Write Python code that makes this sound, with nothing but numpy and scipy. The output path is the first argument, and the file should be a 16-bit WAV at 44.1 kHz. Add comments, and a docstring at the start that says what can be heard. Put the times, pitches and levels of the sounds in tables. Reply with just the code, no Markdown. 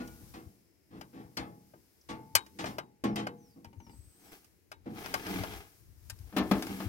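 """Meat tray into a smoker

Outdoors, a steel tray of meat is carried to a sheet-steel smoker, rubs its way in, lands on the rack and slides.
Knocks, short scrapes, clacks, tinks and landings are ringing modes over bands of noise; wires ring as paired tones.
Rubbing is slipping noise in the tray's resonances; rustles, wind, open air and a far buzz are shaped noise.
Jolts and dull bumps reach the microphone, and a bird whistles in wavering sines some way off."""
import sys
import numpy as np
from scipy import signal
from scipy.fft import irfft, next_fast_len
from scipy.io import wavfile

SR = 44100
rng = np.random.default_rng(int(sys.argv[2]) if len(sys.argv) > 2 else 0)


def generate_wav(signal):
    """Clip the signal to [-1, 1] and save it as 16-bit WAV at the path in sys.argv[1]."""
    frames = np.transpose(np.atleast_2d(signal))
    scaled = np.clip(frames, -1, 1) * 32767
    pcm = np.round(scaled).astype(np.int16)
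    wavfile.write(sys.argv[1], SR, pcm)


N = 303408
TIME = np.arange(N) / SR


def amp(db):
    """Decibels to gain."""
    return 10 ** (np.asarray(db) / 20)


def unit(x):
    """Scales to rms 1."""
    return x / np.sqrt(np.mean(x ** 2) + 1e-30)


def read(points, hz, axis=1):
    """One column of a table, interpolated over log frequency."""
    table = np.transpose(points)
    return np.interp(np.log(hz + 1), np.log(table[0]), table[axis])


def add(mix, s, sound):
    """Mixes a stereo sound in at time s."""
    part = mix[:, max(0, round(s * SR)):][:, :sound.shape[1]]
    part += sound[:, :part.shape[1]]


def wander(length, hz):
    """Random motion of rms 1: straight lines between random points, hz points per second."""
    knots = rng.standard_normal(4096)
    return unit(np.interp(np.arange(length) * hz / SR, np.arange(len(knots)), knots, period=len(knots)))


def together(gains):
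    """Unrelated noises add in power."""
    return np.sqrt(sum(gain ** 2 for gain in gains))


def swell(s, rise, hold, fall_db_per_s):
    """Gain over time of one movement: grows by 20 dB in the rise time up to s, holds, then fades."""
    early = np.maximum(s - TIME, 0)
    late = np.maximum(TIME - s - hold, 0)
    return amp(np.maximum(-20 * early / abs(rise) - abs(fall_db_per_s) * late, -200))


# Left-over-right level of every source, before its own pan: (frequency [Hz], left minus right [dB])
LEFT_BIAS = [(130, 3), (270, -1), (550, 3), (1200, 3.5), (3000, 3), (12000, 2.5)]


def ports(hz, lag_ms, pan_db=0):
    """Complex gain at the two microphone ports: the right one hears later, by level and pan softer or louder."""
    tilt = amp(read(LEFT_BIAS, hz) + pan_db)
    delay = np.exp(-2j * np.pi * hz * lag_ms * 1e-3)
    return np.array([tilt, delay]) / np.sqrt((1 + tilt ** 2) / 2)


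# How alike the two ports hear a noise, before its own factor: (frequency [Hz], correlation [0 to 1])
LIKENESS = [(50, .7), (130, 0.86), (300, 0.96), (700, .92), (2000, 0.41), (15000, 0.31)]


def random_spectrum(length, lag_ms, pan_db=0, alike=1):
    """Frequencies and a white, random-phase spectrum as the two ports hear it."""
    hz = np.fft.rfftfreq(length, 1 / SR)
    a, b = np.exp(2j * np.pi * rng.random((2, len(hz))))
    same = np.clip(alike * read(LIKENESS, hz), 0, 1)
    pair = np.array([a, same * a + np.sqrt(1 - same ** 2) * b])
    return hz, pair * ports(hz, lag_ms, pan_db)


def noise(tone, lag_ms, pan_db=0, alike=1):
    """Steady stereo noise of rms 1 with the given spectrum."""
    length = next_fast_len(N)
    hz, z = random_spectrum(length, lag_ms, pan_db, alike)
    return unit(irfft(z * amp(read(tone, hz)), length)[:, :N])


def envelope(t, hz, t60, rise, contact, build_cycles, snap_db, snap_s):
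    """A mode builds over a few cycles, is fed while the contact lasts, then dies away."""
    build = 1 - np.exp(-t / (abs(rise) / 2 + build_cycles / hz[:, None]))
    ringing = build * np.exp(-np.log(1000) * np.maximum(t - contact, 0) / t60[:, None])
    # the first snap comes straight from the point of impact and has little bass
    snap = amp(snap_db) * (1 - np.exp(-t / (abs(rise) / 2 + 1e-5))) * np.exp(-t / snap_s)
    return ringing + snap * (hz / (hz + 250))[:, None]


# Pitches at which a blow's tone is set, boom, body, edge, fizz: (frequency [Hz])
TONE_HZ = [240, 700, 2700, 9600]


def tone_of(shape, db, brightness):
    """Levels of one blow: the harder the contact, the more the tone tilts toward the treble."""
    octaves = np.log2(np.array(TONE_HZ) / TONE_HZ[1])
    return db + np.array(shape) + brightness * octaves


def strike(tone_db, rise, contact, modes, ring, lag_ms, pan_db, build_cycles, snap_db, snap_s,
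           ripple_db, chatter_db, size):
    """One blow on steel: clear modes over a dense ring in third octaves, roughened by chatter at the contact."""
    t = np.arange(size) / SR
    tone = list(zip(TONE_HZ, tone_db))
    timing = rise, contact, build_cycles, snap_db, snap_s
    centres = 1000 * 2 ** (np.arange(-10, 13) / 3)
    hz, z = random_spectrum(size, lag_ms, pan_db)

    # the weak modes bunch into peaks and gaps
    ripple = amp(ripple_db * np.clip(wander(len(hz), SR / 14), -2, 2))
    share = ripple * (abs(np.log2((hz + 1) / centres[:, None])) < 1 / 6)
    band_norm = size / np.sqrt(6 * (share ** 2).sum(1))
    bands = irfft(z[:, None] * share, size) * band_norm[:, None]
    shape = envelope(t, centres, read(ring, centres, axis=2), *timing)
    band_gain = amp(read(tone, centres) + read(ring, centres))
    crowd = np.einsum("cbt,bt->ct", bands, shape * band_gain[:, None])
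    crowd *= unit(amp(chatter_db * wander(size, 700)))

    mode_hz, mode_db, t60 = np.transpose(modes)
    # where the blow lands decides how strongly each mode answers
    spread_db = rng.uniform(-2, 2, len(modes))
    height = np.sqrt(2) * amp(read(tone, mode_hz) + mode_db + spread_db)
    turn = np.exp(2j * np.pi * (mode_hz[:, None] * t + rng.random((len(modes), 1))))
    clear = (ports(mode_hz, lag_ms, pan_db) * height) @ (turn * envelope(t, mode_hz, t60, *timing))
    return crowd + clear.real


# Knocks on the cabinet, and two short scrapes that build slowly (at 0.904 and 1.128 s):
# (time [s], relative level [dB], brightness [dB/octave], rise [s], contact [s])
CABINET_CONTACTS = [(0, -49.5, -3, 0.00095, 0.02), (.205, -67, -8, 0.0037, 0.014),
                    (.338, -53.5, -1.5, 0.0021, 0.015), (.365, -57, -3.5, 0.0018, 0.01),
                    (0.904, -58, -4, 0.041, 0.076), (1.128, -57, -4, 0.023, 0.085),
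                    (1.369, -40.5, -0.5, 0.012, 0.0074), (2.087, -43.5, -0.76, 0.017, 0.012),
                    (2.587, -44, -0.4, 0.004, 0.024), (2.656, -45.5, 0.3, 0.0013, 0.012),
                    (3.038, -36.5, -3.5, .0009, 0.015), (3.159, -42, -1.3, .0012, 0.036),
                    (3.558, -66.5, -9.5, .0066, .02), (4.857, -50.5, -6.5, .0054, 0.025)]
# The tone the box gives a contact at boom, body, edge, fizz: (relative level [dB])
CABINET_TONE = [0, 0.00093, 0.97, -1.6]
# Modes that stand out of the box's ring: (frequency [Hz], level against the contact's tone [dB], t60 [s])
CABINET_MODES = [(122.8, -5.5, 0.57), (180.6, -4, 0.2), (207.6, -3, 0.1), (267.8, 0, 0.16), (324, -2, .4),
                 (344, -9.5, 0.15), (427.4, -11.5, 0.19), (459, -15, 0.83), (487.6, -7.5, 0.36),
                 (622, -16.5, 0.29), (698, -13, 0.51), (764, -11, 0.27), (832, -9, 0.65),
                 (1126, -10.5, 0.35), (1350, -17, .25), (1840, -16, 0.2), (1914, -14, 0.12),
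                 (2100, -15.5, 0.35)]
# Its crowd of weaker modes: (frequency [Hz], level against the contact's tone [dB], t60 [s])
CABINET_RING = [(101, -14, 0.72), (190, -1, 0.71), (400, -3, 0.48), (544, -7.5, 0.47), (770, -2, 0.43),
                (1400, -2.5, 0.32), (2430, -3.5, 0.25), (5370, -3, 0.17), (8450, -8, 0.14),
                (15000, -22, 0.48)]


def cabinet():
    """The big sheet-steel box booms under knocks and short scrapes; its bass takes some milliseconds to build."""
    out = np.zeros((2, N))
    for s, db, brightness, rise, contact in CABINET_CONTACTS:
        tone_db = tone_of(CABINET_TONE, db, brightness)
        boom = strike(tone_db, rise, contact, CABINET_MODES, CABINET_RING, lag_ms=0.35, pan_db=0,
                      build_cycles=5.4, snap_db=-2, snap_s=0.011, ripple_db=4.5, chatter_db=0.0, size=32768)
        add(out, s, boom)
    return amp(-0.18) * out


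# Rack wires and panels left singing by a knock, and one short scrape squeak (at 3.163 s):
# (time [s], frequency [Hz], level before its twin [dB], t60 [s])
SINGING_STEEL = [(0, 246.5, -35.5, 0.18), (0, 1440, -55, 0.57), (0, 2320, -65, 0.63), (1.37, 885, -70, .5),
                 (1.37, 2113, -44, 0.14), (1.372, 4380, -33, 0.061), (1.368, 5470, -34, 0.053),
                 (2.092, 881, -50, 0.99), (2.091, 1132, -47.5, 0.28), (2.092, 2170, -74, 1.1),
                 (2.587, 895, -52, 0.64), (3.04, 1089, -33.5, 0.13), (3.045, 211.6, -30.5, 0.62),
                 (3.163, 3160, -43, 0.25), (3.268, 482, -47.5, 0.45)]


def wires():
    """Each rings as a dying tone with a weak twin a few Hz away, so that it fades unevenly."""
    out = np.zeros((2, N))
    t = np.arange(int(1.5 * SR)) / SR
    for s, hz, db, t60 in SINGING_STEEL:
        twin = 1 + .25 * np.exp(2j * np.pi * (rng.uniform(5, 12) * t + rng.random()))
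        decay = amp(db - 60 * t / t60) * (1 - np.exp(-t / 0.0042))
        tone = decay * np.exp(2j * np.pi * (hz * t + rng.random())) * twin
        add(out, s, np.sqrt(2) * (ports(hz, lag_ms=0.1)[:, None] * tone).real)
    return out


# Gusts at the microphone: (time at full strength [s], rise by 20 dB [s], hold [s], level before lumps [dB])
GUSTS = [(0, .1, 0.33, -51), (.93, 0.074, .04, -66), (2.359, .04, .02, -51), (3.7, .1, .35, -60.5),
         (4.899, 0.37, 0.7, -56.5), (5.818, 0.092, 0.34, -58.5), (6.099, 0.14, .6, -52.5)]
# Spectrum of the wind and jolts: (frequency [Hz], relative level [dB])
WIND_TONE = [(15, -37.5), (30, -19.5), (60, 0.5), (100, -1.5), (140, -14), (250, -25), (600, -53.5),
             (2000, -92)]
GUST_FALL_DB_PER_S, CALM_DB = 130.5, -75
LUMP_DB, LUMPS_PER_S = 3, 12
# each cabinet contact and landing also jolts the microphone, a low thump this far below and behind the blow
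JOLT_DB, JOLT_DELAY_S = -11.5, 0.027
JOLT_RISE_S, JOLT_HOLD_S, JOLT_FALL_DB_PER_S = .035, .014, 130


def wind_and_jolts():
    """Lumpy wind, and the microphone jolted by each contact and landing: low noise, stronger at the left port."""
    gusts = [amp(db) * swell(s, rise, hold, GUST_FALL_DB_PER_S) for s, rise, hold, db in GUSTS]
    lumps = unit(amp(LUMP_DB * wander(N, LUMPS_PER_S)))
    breeze = together(gusts + [amp(CALM_DB)]) * lumps
    jolts = [amp(db + JOLT_DB) * swell(s + JOLT_DELAY_S, JOLT_RISE_S, JOLT_HOLD_S, JOLT_FALL_DB_PER_S)
             for s, db, *_ in CABINET_CONTACTS + RACK_LANDINGS]
    return together([breeze] + jolts) * noise(WIND_TONE, lag_ms=.1, pan_db=7, alike=0.65)


# Spectrum of the quiet open air: (frequency [Hz], relative level [dB])
AIR_TONE = [(35, -23.5), (60, 1.5), (231, -3), (335, 2.5), (521, -9.5), (1200, -22.5), (2150, -15.5),
            (3580, -26), (4960, -21), (7540, -24.5), (15500, -25)]
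AIR_DB = -70.5


def open_air():
    """The quiet outdoors as a steady, wide bed of noise."""
    return amp(AIR_DB) * noise(AIR_TONE, lag_ms=0.055, pan_db=0.5, alike=0.3)


# Hands and sleeves shift: (time at full strength [s], rise by 20 dB [s], hold [s], relative level [dB])
HAND_MOVES = [(0.063, 0.22, 0.23, -64.5), (0.996, .3, 1.5, -75), (3.466, 0.58, 0.036, -76),
              (3.95, .4, 0.47, -73), (5.616, 0.22, 0.13, -68.5), (6.062, 0.29, 0.41, -69.5)]
# Spectrum of the rustle: (frequency [Hz], relative level [dB])
RUSTLE_TONE = [(1500, -4), (3500, -7), (5400, -2), (7000, -4.5), (10000, -3.5), (13000, -0.5),
               (15500, -3.5)]
RUSTLE_FALL_DB_PER_S = 41.5


def rustle(hiss_gain):
    """Fine, crinkly hiss of hands, sleeves and the sliding tray: bright noise with a fast grain."""
    hands = [amp(db) * swell(s, rise, hold, RUSTLE_FALL_DB_PER_S) for s, rise, hold, db in HAND_MOVES]
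    grain = unit(amp(0.61 * wander(N, 900) + 0.28 * wander(N, 40)))
    hiss = noise(RUSTLE_TONE, lag_ms=0.18, pan_db=1.0, alike=0.36)
    return amp(5.5) * together(hands + [hiss_gain]) * hiss * grain


# Short metal clacks of the tray and its wire handles; the rows at 3.039 and 3.158 s add the bright snap of the
# cabinet knocks there: (time [s], relative level [dB], brightness [dB/octave], relative left-right pan [dB])
TRAY_CLACKS = [(.075, -67.5, 3, 0), (1.011, -48.5, -2, 6), (1.37, -45, 0, 19), (1.737, -52.5, -11.5, 5),
               (2.3517, -28.5, 2.83, 6.5), (2.463, -65, 1.4, -6), (2.641, -36, -5, 5),
               (2.783, -35.5, -3.5, 4.5), (3.039, -54, 1.5, 2), (3.158, -50, 1.5, 1), (3.268, -36, -4.6, 1),
               (3.645, -57.5, -0.7, 1), (4.444, -75.5, 3.5, -6), (4.716, -47.5, -1.5, 3),
               (5.059, -45.5, -1, 6), (5.14, -31, -1.5, 6), (5.266, -45.5, -1, 4), (5.435, -38.5, -3.5, 5),
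               (6.098, -57, 4, 5.5), (6.188, -86, 6.5, 13), (6.623, -42.5, -0.3, 3), (6.667, -53, 0.5, 5),
               (6.803, -42.5, -6.5, 3)]
# The tone the tray gives a blow at boom, body, edge, fizz: (relative level [dB])
TRAY_TONE = [-18, -1.5, 2.5, -3]
# Modes that stand out of the tray's ring: (frequency [Hz], level against the blow's tone [dB], t60 [s])
TRAY_MODES = [(616, 9, 0.025), (745, 1.5, 0.0256), (894, -5.5, 0.18), (1211, -4, 0.11), (1402, -4, .11),
              (1576, -0.5, 0.1), (2032, -11.5, 0.056), (2422, -8, 0.063), (2532, -10, 0.039),
              (2970, -7.5, 0.086), (3830, -18.5, 0.22), (4993, -1, 0.067), (5780, -10, 0.059),
              (7200, -12.5, 0.017), (8556, -8.5, 0.071), (9860, -17, 0.031), (12250, -13.5, .05),
              (13500, -12.5, 0.054)]
# Its crowd of weaker modes: (frequency [Hz], level against the blow's tone [dB], t60 [s])
TRAY_RING = [(99.6, -6.5, 0.073), (300, 1, 0.4), (433, -2.5, 0.28), (650, 0, 0.065), (900, -1, 0.23),
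             (1150, 1, 0.12), (1560, 1, 0.11), (2800, 2, 0.084), (3770, -4, 0.11), (5160, 7, 0.051),
             (8150, 1, 0.08), (13000, 6.5, 0.04), (16330, -0.5, .05)]


def clacks():
    """Hard, quickly damped hits; each leaves a faint ring in the open cabinet."""
    hits = np.zeros((2, N))
    for s, db, brightness, pan_db in TRAY_CLACKS:
        tone_db = tone_of(TRAY_TONE, db, brightness)
        lag_ms = np.interp(s, [5.3, 6.0], [.33, .12])  # the tray moves toward the middle
        hit = strike(tone_db, .0016, 0.0018, TRAY_MODES, TRAY_RING, lag_ms=lag_ms, pan_db=pan_db - 2.0,
                     build_cycles=1.0, snap_db=1, snap_s=0.0034, ripple_db=4.5, chatter_db=1.5, size=8192)
        add(hits, s, hit)
    # the cabinet's hollow: dulled noise that dies by 60 dB in 0.33 s
    t = np.arange(SR // 2) / SR
    dull = signal.lfilter(*signal.butter(1, 1500, fs=SR), rng.standard_normal((2, len(t))))
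    hollow = dull * amp(-60 * t / 0.33)
    echo = signal.oaconvolve(hits, hollow / np.linalg.norm(hollow[0]), axes=1)[:, :N]
    return amp(-4.0) * (hits + amp(-36.5) * echo)


# Dull, very low bumps at the microphone: (time at the middle [s], level [dB])
MIC_BUMPS = [(.235, -48), (0.474, -45), (1.26, -53), (2.361, -40), (3.675, -50), (3.785, -42), (3.9, -51.5),
             (3.995, -46.5), (4.08, -53), (5.412, -33), (6.21, -43), (6.868, -31)]
BUMP_HZ, BUMP_WIDTH_S = 86, 0.0094  # the pitch is a centre: each bump strays by up to 15 %


def bumps():
    """Each is a cycle or two of low pressure, mostly at the left port."""
    out = np.zeros((2, N))
    t = np.arange(-SR // 10, SR // 10) / SR
    bell = 1 / np.cosh(t / BUMP_WIDTH_S * np.sqrt(2))
    for s, db in MIC_BUMPS:
        hz = BUMP_HZ * rng.uniform(.85, 1.15)
        wave = np.exp(2j * np.pi * (hz * t + rng.random())) * bell
        add(out, s + t[0], np.sqrt(2) * amp(db) * (ports(hz, lag_ms=.1, pan_db=8)[:, None] * wave).real)
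    return out


BUZZ_S, BUZZ_RISE_S, BUZZ_HOLD_S, BUZZ_FALL_DB_PER_S = 0.43, .3, 2.1, 60
BUZZ_DB, BUZZ_HZ = -85, 5170
BUZZ_FILTER_WIDTH_HZ = 450  # of each of two passes


def insect():
    """A far, thin buzz, perhaps an insect: a narrow band of hiss that swells, holds and fades."""
    b, a = signal.iirpeak(BUZZ_HZ, BUZZ_HZ / BUZZ_FILTER_WIDTH_HZ, fs=SR)
    band = signal.lfilter(b, a, signal.lfilter(b, a, rng.standard_normal((2, N))))
    return amp(BUZZ_DB) * swell(BUZZ_S, BUZZ_RISE_S, BUZZ_HOLD_S, BUZZ_FALL_DB_PER_S) * unit(band)


def whistle(t, hz, db):
    """A near-pure bird note, slightly wavering in pitch and level."""
    phase = 2 * np.pi * np.cumsum(hz * (1 + 0.0113 * wander(len(t), 250))) / SR
    level = np.sqrt(2) * amp(db + 1.6 * wander(len(t), 82))
    return level * np.sin(phase) * np.ones((2, 1))


# The bird's falling whistles, all over the same range: (time [s], length [s], relative level [dB])
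SLURS = [(2.01, 0.01, -63), (2.658, 0.11, -72), (3.027, 0.17, -71), (3.373, 0.18, -74), (3.782, .16, -71),
         (4.186, 0.19, -76)]
# Pitch of its thin held note, before the waver: (time [s], frequency [Hz])
HELD_NOTE = [(3.88, 8100), (3.918, 8120), (4.056, 8100), (4.084, 8140), (4.138, 7996), (4.196, 8740),
             (4.222, 8200), (4.33, 7500)]
SLUR_FROM_HZ, SLUR_TO_HZ = 6530, 4450
HELD_START_DB, HELD_FADE_DB_PER_S = -67, 10.5  # relative, like the slurs
YARD_DB = -6


def bird():
    """Falling slurs and one high held note, scattered by the yard as a tail of decaying noise."""
    notes = np.zeros((2, N))
    for s, length, db in SLURS:
        t = np.arange(0, length, 1 / SR)
        slur = whistle(t, np.linspace(SLUR_FROM_HZ, SLUR_TO_HZ, len(t)), db)
        add(notes, s, slur * signal.windows.tukey(len(t), .25))
    s, hz = np.transpose(HELD_NOTE)
    t = np.arange(s[0], s[-1], 1 / SR)
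    held = whistle(t, np.interp(t, s, hz), HELD_START_DB - HELD_FADE_DB_PER_S * (t - s[0]))
    add(notes, s[0], held * signal.windows.tukey(len(t), .25))
    t = np.arange(SR // 4) / SR
    yard = rng.standard_normal((2, len(t))) * amp(-60 * t / 0.38)
    scattered = signal.oaconvolve(notes, yard / np.linalg.norm(yard[0]), axes=1)[:, :N]
    return amp(-1.5) * notes + amp(YARD_DB) * scattered


# Pushes of the tray, steel on steel: (time at full pressure [s], rise by 20 dB [s], hold [s],
# relative drumming level [dB], relative rasp level [dB], relative hiss level [dB])
PUSHES = [(2.675, 0.23, 0.031, -42, -78, -62.5), (4.26, 0.17, 0.024, -56, -68, -67),
          (4.321, 0.014, 0.0042, -56, -59.5, -59.5), (4.996, 0.11, 0.58, -50.5, -52, -57.5),
          (5.294, 0.053, 0.1, -34, -47.5, -54), (6.558, 0.27, 0.29, -43, -54, -56),
          (6.707, 0.069, 0.0079, -30.5, -54.5, -70)]
RUB_FALL_DB_PER_S = 163


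def pushes():
    """Gains over time of the drumming, rasp and hiss: all three follow the pressure of each push."""
    return together(amp(dbs)[:, None] * swell(s, rise, hold, RUB_FALL_DB_PER_S)
                    for s, rise, hold, *dbs in PUSHES)


CATCHES_PER_S = 100  # on average


def catches():
    """Gain over time: burrs snag at random moments, and each release dies in a few milliseconds."""
    strength = amp(4 * np.minimum(rng.exponential(1, N), 3))
    snags = (rng.random(N) < CATCHES_PER_S / SR) * strength
    return unit(signal.lfilter([1], [1, -np.exp(-1 / (0.0055 * SR))], snags))


# Spectrum of the tray's drumming floor: (frequency [Hz], relative level [dB])
DRUM_TONE = [(53, -44), (90, -2), (140, -23), (193, 7.5), (237, -12), (275, 6), (368, -8.5), (487, -9),
             (520, -22.5), (680, -51), (1140, -120)]
# Spectrum of the rasp: (frequency [Hz], relative level [dB])
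RASP_TONE = [(250, -3.5), (420, 2.5), (490, -1.5), (543, -23.5), (684, -3.5), (818, 1), (967, -9),
             (1640, -7.5), (1840, -19), (2400, -10.5), (6200, -18.5), (7620, -45.5), (9000, -30),
             (11700, -59), (19800, -120)]
# Resonances of the rubbed tray: (frequency [Hz], width [Hz], relative level [dB])
RUB_PEAKS = [(650, 23, 5), (1260, 64, 4), (1735, 40, 10), (2060, 260, 13), (2800, 35, 1), (3225, 71, 7.5),
             (6940, 120, -2.5)]
SLIP_GRAIN_DB, SLIP_SURGE_DB = 2.1, 1.4  # unevenness of the slip: fast grain and slow surges
CATCH_DB = -8  # against the slip


def rubbing(drum_gain, rasp_gain):
    """Sliding steel sticks and slips: a grainy rasp in the tray's resonances, its floor drumming underneath."""
    drum = drum_gain * noise(DRUM_TONE, lag_ms=0.38)
    slip = unit(amp(SLIP_GRAIN_DB * wander(N, 600) + SLIP_SURGE_DB * wander(N, 42)))
    stick_slip = unit(slip + amp(CATCH_DB) * catches())
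    rasp = rasp_gain * noise(RASP_TONE, lag_ms=0.2) * stick_slip
    singing = sum(amp(db) * signal.lfilter(*signal.iirpeak(hz, hz / width, fs=SR), rasp)
                  for hz, width, db in RUB_PEAKS)
    return amp(-5.5) * drum + amp(4.0) * (rasp + amp(-5.5) * singing)


# Taps of a loose handle rocking to rest: (time [s], relative level [dB])
HANDLE_TAPS = [(3.647, -56), (3.729, -62.5), (3.801, -58.5), (3.866, -60.5), (3.894, -59.5), (3.932, -67.5)]
# The handle's tone at boom, body, edge, fizz: (relative level [dB])
HANDLE_TONE = [4, -7, -9, -21]
# The handle's clear modes: (frequency [Hz], level against the tap's tone [dB], t60 [s])
HANDLE_MODES = [(818, 6.5, 0.083), (916, 10.5, 0.15), (2300, -4, 0.18), (2860, -5, 0.081),
                (3010, -4, 0.052)]


def tinks():
    """A wire handle taps against its bracket, closer together toward the end, off to the left."""
    out = np.zeros((2, N))
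    for s, db in HANDLE_TAPS:
        tap = strike(db + np.array(HANDLE_TONE), 0.0009, 0.0017, HANDLE_MODES, TRAY_RING, lag_ms=0.28, pan_db=2.5,
                     build_cycles=0.42, snap_db=-16, snap_s=0.003, ripple_db=5.0, chatter_db=2.0, size=8192)
        add(out, s, tap)
    return amp(-0.5) * out


# The tray bumps on the rack:
# (time [s], relative level [dB], brightness [dB/octave], rise [s], contact [s])
RACK_LANDINGS = [(6.325, -57, -6, 0.0017, .055), (6.364, -33.5, -3, 0.0069, 0.024),
                 (6.512, -32.5, -3.5, 0.0025, 0.0075), (6.802, -49.5, -2.5, 0.0037, 0.014)]
# The tone the rack gives a blow at boom, body, edge, fizz: (relative level [dB])
RACK_TONE = [0.71, -1.8, 0.15, -0.38]
# Modes that stand out of the rack's ring: (frequency [Hz], level against the blow's tone [dB], t60 [s])
RACK_MODES = [(195.9, 2, 0.24), (209, -10, 0.13), (303, -1.5, 0.25), (426, -26, 0.46), (556, -34, 0.52),
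              (738, -10, 0.43), (950, -32, 0.17), (1270, -9, 0.16), (1620, -15, 0.16), (1766, -14, 0.47),
              (2610, -34, .14)]
# Its crowd of weaker modes: (frequency [Hz], level against the blow's tone [dB], t60 [s])
RACK_RING = [(102, -30, 0.13), (194, 0, 0.3), (316, -1, 0.59), (496, -3, 0.32), (670, 1, 0.36),
             (1600, 1, 0.23), (3170, 2.5, 0.16), (5570, -0.5, 0.16), (7700, -6.5, 0.077),
             (14800, 3.5, 0.037)]


def landings():
    """The loaded tray bumps on the wire rack, nearly straight ahead."""
    out = np.zeros((2, N))
    for s, db, brightness, rise, contact in RACK_LANDINGS:
        tone_db = tone_of(RACK_TONE, db, brightness)
        bump = strike(tone_db, rise, contact, RACK_MODES, RACK_RING, lag_ms=0.098, pan_db=2.0,
                      build_cycles=1.0, snap_db=7.5, snap_s=0.0044, ripple_db=1.5, chatter_db=-0.5, size=24576)
        add(out, s, bump)
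    return amp(0.25) * out


def scene():
    """All sources at the microphone."""
    drum_gain, rasp_gain, hiss_gain = pushes()
    contacts = cabinet() + wires() + clacks() + tinks() + landings()
    friction = rustle(hiss_gain) + rubbing(drum_gain, rasp_gain)
    surroundings = wind_and_jolts() + open_air() + bumps() + insect() + bird()
    return contacts + friction + surroundings


def record(dry):
    """The recorder's band limit: a steep low-pass at 16 kHz."""
    lowpass = signal.firwin(401, 16000, window=("kaiser", 8), fs=SR)
    return signal.oaconvolve(dry, lowpass[None], "same")


dry = scene()
out = record(dry)
generate_wav(out)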